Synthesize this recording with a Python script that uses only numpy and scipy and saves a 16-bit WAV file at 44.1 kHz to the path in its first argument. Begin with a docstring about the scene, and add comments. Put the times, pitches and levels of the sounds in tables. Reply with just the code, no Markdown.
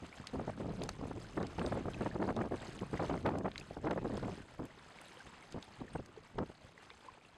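"""From the start, wind buffets a microphone while shallow seawater washes over shore rocks, its bubbles
gurgling and its foam fizzing. Within the first second single large bubbles begin to plop and drops to
slap on stone and water. At 1.6 s comes a faint thin chirp, perhaps a small bird. The buffets are densest
and strong up to about 4 s, the strongest overloading the microphone. Then the wind eases, a second chirp
sounds at 5.9 s, and the wash sinks lower."""
import sys
import numpy as np
from scipy import signal
from scipy.fft import rfft, irfft, next_fast_len
from scipy.io import wavfile
from scipy.ndimage import uniform_filter1d, map_coordinates

SR = 44100
rng = np.random.default_rng(int(sys.argv[2]) if len(sys.argv) > 2 else 0)


def store_wav(level_fs):
    """Save 16-bit WAV to argv[1]."""
    pcm = np.round(np.clip(np.atleast_2d(level_fs), -1, 1) * 32767)
    wavfile.write(sys.argv[1], SR, pcm.T.astype(np.int16))


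N = 325017


def amp(db):
    """Amplitude ratio of a level in decibels."""
    return 10 ** (np.asarray(db) / 20)


def unit(x):
    """Normalisation to an rms of 1."""
    return x / np.sqrt(np.mean(x ** 2) + 1e-20)


def curve(rows):
    """Linear interpolation of (seconds, value) rows at every sample."""
    return np.interp(np.arange(N) / SR, *np.transpose(rows))


def wobble(rate):
    """Smooth random modulation: a spline through `rate` Gaussian knots a second."""
    knots = rng.standard_normal(4096)
    return map_coordinates(knots, [np.arange(N) * rate / SR], mode="wrap")


def filtered(x, response):
    """Zero-phase filtering: the spectrum is multiplied by a gain that depends on frequency."""
    size = next_fast_len(len(x) + SR // 4)
    return irfft(rfft(x, size) * response(np.fft.rfftfreq(size, 1 / SR)), size)[:len(x)]


def coloured(x, spectrum):
    """Spectral shaping by (Hz, dB) points on a logarithmic frequency axis, at an rms of 1."""
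    points_hz, db = np.transpose(spectrum)
    return unit(filtered(x, lambda hz: amp(np.interp(np.log(hz + 1), np.log(points_hz), db))))


def add(track, start, sound):
    """Superposition: a sound is summed into the track from `start` seconds."""
    part = track[max(0, round(start * SR)):][:len(sound)]
    part += sound[:len(part)]


# The breeze between gusts. Each row: time in seconds, nominal level in dB.
BREEZE_LEVELS = [(0, -63), (.28, -63), (.37, -47), (.9, -48), (1.3, -51), (1.5, -53), (1.8, -45.5),
                 (2.3, -45.5), (2.67, -53.5), (3.16, -47), (3.36, -50), (3.72, -57), (4.0, -47),
                 (4.22, -46.5), (4.45, -58), (5.0, -68.5), (5.75, -62), (7.37, -70)]
# Gusts that strike the microphone. Each row: start in seconds, nominal level in dB, length in seconds.
MAIN_GUSTS = [(.021, -43.5, 0.028), (.197, -44.5, 0.019), (.333, -39, 0.092), (.473, -38, 0.031),
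              (.597, -44, 0.062), (.679, -40.5, 0.047), (.778, -41, 0.07), (1.007, -44, 0.058),
              (1.108, -40.5, .016), (1.156, -42, 0.032), (1.371, -34.5, 0.026), (1.4, -39, 0.06),
              (1.58, -36, 0.048), (1.645, -37, 0.037), (1.713, -37.5, 0.079), (1.853, -38, .035),
              (2.004, -36, 0.028), (2.055, -35, 0.024), (2.151, -37, 0.02), (2.192, -35.5, 0.067),
              (2.272, -35, 0.049), (2.365, -35, .075), (2.449, -42.5, 0.034), (2.51, -37, .046),
              (2.681, -45, .019), (2.812, -39.5, 0.03), (2.929, -35.5, 0.031), (2.993, -36, 0.055),
              (3.094, -35.5, 0.063), (3.245, -31, 0.054), (3.315, -37.5, .1), (3.441, -35.5, 0.042),
              (3.7, -45.5, 0.019), (3.763, -45, .04), (3.84, -34.5, 0.049), (3.9, -33.5, 0.038),
              (3.958, -37.5, 0.033), (4.02, -40, .015), (4.043, -35, .03), (4.096, -41, 0.095),
              (4.225, -42, .11), (4.397, -46, .016), (4.59, -43.5, 0.063), (5.253, -54, 0.0266),
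              (5.542, -41, 0.045), (5.811, -37.5, .016), (5.949, -38, 0.022), (5.991, -37.5, 0.016),
              (6.381, -31, 0.014), (6.394, -36.5, 0.043), (6.489, -48, 0.017), (6.642, -53, .015)]

def gusts(eddy_count=70, over_breeze_db=2, scatter_db=3.5, eddy_s=.012):
    """Intermittency: the main gusts are joined by small random eddies whose level follows the breeze."""
    when, strength, duration = rng.random((eddy_count, 3)).T
    start = when * N / SR
    breeze_db = np.interp(start, *np.transpose(BREEZE_LEVELS))
    db = breeze_db + over_breeze_db + scatter_db * (2 * strength - 1)
    return [*MAIN_GUSTS, *zip(start, db, eddy_s * (.5 + duration))]


SWIRL_HZ, BREEZE_HZ = 351, 185.74  # nominal spectral centres of the turbulence and of the slower breeze
GUST_HZ, GUST_REF_DB, OCTAVES_PER_DB = 371.8, -40, .065  # a stronger gust is faster and sounds higher
# Turbulence passing at unit speed. 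Each row: frequency in Hz, relative spectral level in dB.
TURBULENCE_SPECTRUM = [(10, -30), (25, -18), (50, -6), (130, -1.5), (250, -0.5), (450, -6), (700, -12),
                       (1100, -18.5), (1800, -37.5), (3000, -68), (6000, -61), (10000, -120)]

def wind():
    """Convected turbulence: the faster eddies sweep over the microphone, the higher they sound."""
    power = amp(curve(BREEZE_LEVELS) - 1.5 + 2.5 * wobble(28)) ** 2
    hz_times_power = BREEZE_HZ * power
    t = np.arange(SR // 4) / SR
    swell_under_db, swell_reach_s = 14, .022
    for start, db, length in gusts():
        hz = GUST_HZ * 2 ** (OCTAVES_PER_DB * (db - GUST_REF_DB))
        # an eddy arrives abruptly, sags a little and is gone
        arrival = 1 - np.exp(-(t / .005) ** 3)
        age = t / max(length, .005)
        eddy = (amp(db + 1.21 - 2.8 * age) * arrival) ** 2 / (1 + age ** 14)
        add(power, start - .003, eddy)
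        add(hz_times_power, start - .003, hz * eddy)
        # each gust travels in a slower swell of air
        window = signal.windows.hann(int((length + 4 * swell_reach_s) * SR))
        swell = amp(db - swell_under_db) ** 2 * window
        add(power, start - 2 * swell_reach_s, swell)
        add(hz_times_power, start - 2 * swell_reach_s, BREEZE_HZ * swell)
    swirl = coloured(rng.standard_normal(3 * N), TURBULENCE_SPECTRUM)
    # neighbouring swirls carry much the same energy
    swirl /= np.sqrt(np.abs(uniform_filter1d(swirl ** 2, size=500)) + 1e-6)
    # brief jets inside an eddy are both louder and faster: the wind sputters
    flutter = 1.6 * np.tanh(wobble(190) / 1.4)
    mean_hz = hz_times_power / power
    speed = mean_hz / SWIRL_HZ * np.exp(.29 * flutter)
    pressure = np.sqrt(power) * amp(2.7 * flutter)
    return pressure * map_coordinates(swirl, [np.cumsum(speed)], order=3, mode="mirror")


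def bubbles(count, centre_hz, spread, cycles, scatter_db, samples):
    """Bubble resonance in a swarm, at an rms of 1: each rises in pitch and loses 30 dB over `cycles`."""
    start = rng.integers(0, N, count)
    hz = np.clip(centre_hz * np.exp(spread * rng.standard_normal((count, 1))), 200, 12000)
    strength = amp(scatter_db * np.minimum(rng.exponential(size=(count, 1)), 4))  # most faint, a few loud
    turns = hz * np.arange(samples) / SR
    age = np.minimum(turns / cycles, 2)
    envelope = strength * amp(-30 * age) * (1 - np.exp(-2 * turns))
    rings = envelope * np.sin(2 * np.pi * turns * (1 + .054 * age))
    positions = start[:, None] + np.arange(samples)
    return unit(np.bincount(positions.ravel(), rings.ravel(), N)[:N])


# The colour of the gurgle. Each row: frequency in Hz, relative gain in dB.
GURGLE_SPECTRUM = [(60, -15), (200, 4.5), (500, 1.5), (1100, -3), (2000, -6), (3000, -7), (4500, -13.5),
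                   (8000, -19), (16000, -82)]

def gurgle():
    """Damped resonances overlap and merge with noise; a few bubbles ring on as distinct blips."""
    swarm = bubbles(count=9000, centre_hz=2135, spread=.545, cycles=10.2, scatter_db=1.5, samples=600)
    blips = bubbles(count=500, centre_hz=2272, spread=.348, cycles=20, scatter_db=6, samples=1500)
    return coloured(swarm + .5 * blips + 1.66 * rng.standard_normal(N), GURGLE_SPECTRUM)


# The colour of the foam. Each row: frequency in Hz, relative gain in dB.
FOAM_SPECTRUM = [(800, -22), (2500, -7), (4200, -3.5), (5200, -6), (7000, -6), (8700, -5), (10500, -10.5),
                 (12500, -18), (13500, -45), (16000, -49)]

def foam():
    """Smaller cavities resonate higher: bursting foam crackles, and a few larger bubbles spit."""
    crackle = bubbles(count=16000, centre_hz=5640, spread=.44, cycles=11, scatter_db=6, samples=200)
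    spits = bubbles(count=450, centre_hz=5200, spread=.321, cycles=51, scatter_db=3.5, samples=500)
    return coloured(crackle + .4 * spits + .54 * rng.standard_normal(N), FOAM_SPECTRUM)


# The surge over the rocks. Each row: time in seconds, level in dB (taken relative to its mean).
SURGE_LEVELS = [(0, -68), (1.0, -69), (1.65, -64.5), (2.52, -69), (2.68, -61.5), (2.85, -68.5),
                (3.03, -59.5), (3.38, -75), (3.65, -68), (3.92, -72.5), (4.22, -64.5), (4.62, -72),
                (4.98, -68), (5.75, -70.5), (6.1, -72.5), (6.45, -76), (6.9, -72.5), (7.37, -77)]

def wash():
    """Common amplitude modulation: gurgle and foam both follow the water's surge and its little spurts."""
    surge_db = curve(SURGE_LEVELS)
    surge_db -= surge_db.mean()
    spurts_db = 1.3 * wobble(20) + 1.3 * wobble(90)
    gurgle_db = -59 + .7 * surge_db + spurts_db + .9 * wobble(12)
    foam_db = -69 + .98 * surge_db + spurts_db + 1.2 * wobble(14)
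    return amp(gurgle_db) * gurgle() + amp(foam_db) * foam()


# Single large bubbles. Each row: start in seconds, peak level in dB, initial pitch in Hz,
# time to decay by 60 dB in seconds.
LARGE_BUBBLES = [(.24, -45, 1070, 0.014), (3.611, -45, 2450, .012), (5.203, -46.5, 1536, 0.039),
                 (6.173, -43, 415, 0.044), (7.084, -41.5, 997, 0.036)]

def plops():
    """A large bubble is a damped oscillator: it starts softly and glides up as it nears the surface."""
    out, t = np.zeros(N), np.arange(SR // 10) / SR
    for start, db, hz, t60 in LARGE_BUBBLES:
        envelope = amp(-60 * t / t60) * (1 - np.exp(-t / .0013)) ** 2
        tone = np.sin(2 * np.pi * hz * t * (1 + .089 * t / t60))
        add(out, start, amp(db) * envelope / envelope.max() * tone)
    return out


# Sharp ticks: drops slapping near by, and at 6.385 s the click of a gust overloading the microphone. Each row:
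# start in seconds, nominal level in dB, ringing pitch in Hz.
DROP_IMPACTS = [(.2703, -33.5, 4300), (.8188, -39, 2720), (.8356, -35.5, 4900), (.89, -27, 1290),
                (.891, -32.5, 4380), (1.428, -45, 3960), (1.4681, -43.5, 4295), (1.5933, -37.5, 3001),
                (1.6624, -36.5, 3904), (2.364, -41.5, 3800), (2.7909, -43, 3081), (3.385, -44, 5297),
                (3.5157, -40, 2410), (3.5578, -35.5, 2091), (3.579, -34.5, 3978), (3.5979, -42.5, 4960),
                (3.909, -38.5, 3500), (4.171, -41, 3366), (4.6537, -52, 7430), (5.014, -52, 10530),
                (5.5234, -44.5, 4826), (5.626, -40.5, 3767), (6.06, -48.5, 4700), (6.385, -42.5, 3008),
                (6.9027, -41.5, 1988)]

def drops():
    """Impact excitation: each drop cracks, sets a tiny air pocket ringing and leaves a short spray."""
    out, t = np.zeros(N), np.arange(SR // 16) / SR
    onset = 1 - np.exp(-(t / .00044) ** 2)
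    for start, db, hz in DROP_IMPACTS:
        band = signal.butter(3, [min(.42 * hz, 7500), min(1.65 * hz, 12500)], "band", fs=SR)
        splat = unit(signal.lfilter(*band, rng.standard_normal(len(t))))
        crack = splat * amp(-60 * t / .0096)
        ring = .8 * np.sin(2 * np.pi * hz * t) * amp(-60 * t / .012)
        spray = splat * amp(-23.5 - 60 * t / .079)
        add(out, start, amp(db) * (crack + ring + spray) * onset)
    return out


# Faint, distant whistles. Each row: start in seconds, length in seconds, mean level in dB.
WHISTLES = [(1.614, 0.082, -65.5), (5.928, .05, -66)]

def chirps(base_hz=9000, sag_share=.082):
    """Frequency modulation: a thin, wavering tone sags in pitch and comes back up."""
    out = np.zeros(N)
    for start, length, db in WHISTLES:
        n = int(length * SR)
        sag = sag_share * np.sin(np.pi * np.arange(n) / n)
        hz = base_hz * (1 - sag) * (1 + .016 * wobble(306)[:n])
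        tone = amp(db + 3.1 * wobble(123)[:n]) * np.sin(2 * np.pi * np.cumsum(hz) / SR)
        add(out, start, tone * signal.windows.tukey(n, .3))
    return out


def scene():
    """Superposition: the pressures of wind, water and chirps add at one microphone."""
    return (wind() + wash() + plops() + drops() + chirps())[None]


# Narrow dips in the microphone's response. Each row: centre in Hz, 1/e half-width in Hz, gain in dB.
RESPONSE_DIPS = [(5695, 190, -9), (6930, 68, -17)]

def record(dry):
    """Saturation flattens the strongest buffets; two notches and a band limit then shape the spectrum."""
    ceiling, top_hz = amp(-28.1), 16400
    saturated = dry[0] / (1 + np.abs(dry[0] / ceiling) ** 12) ** (1 / 12)

    def response(hz):
        dips_db = sum(db * np.exp(-((hz - centre) / width) ** 2) for centre, width, db in RESPONSE_DIPS)
        return amp(dips_db) * (hz < top_hz)

    return filtered(saturated, response)[None]


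dry = scene()
out = record(dry)
store_wav(out)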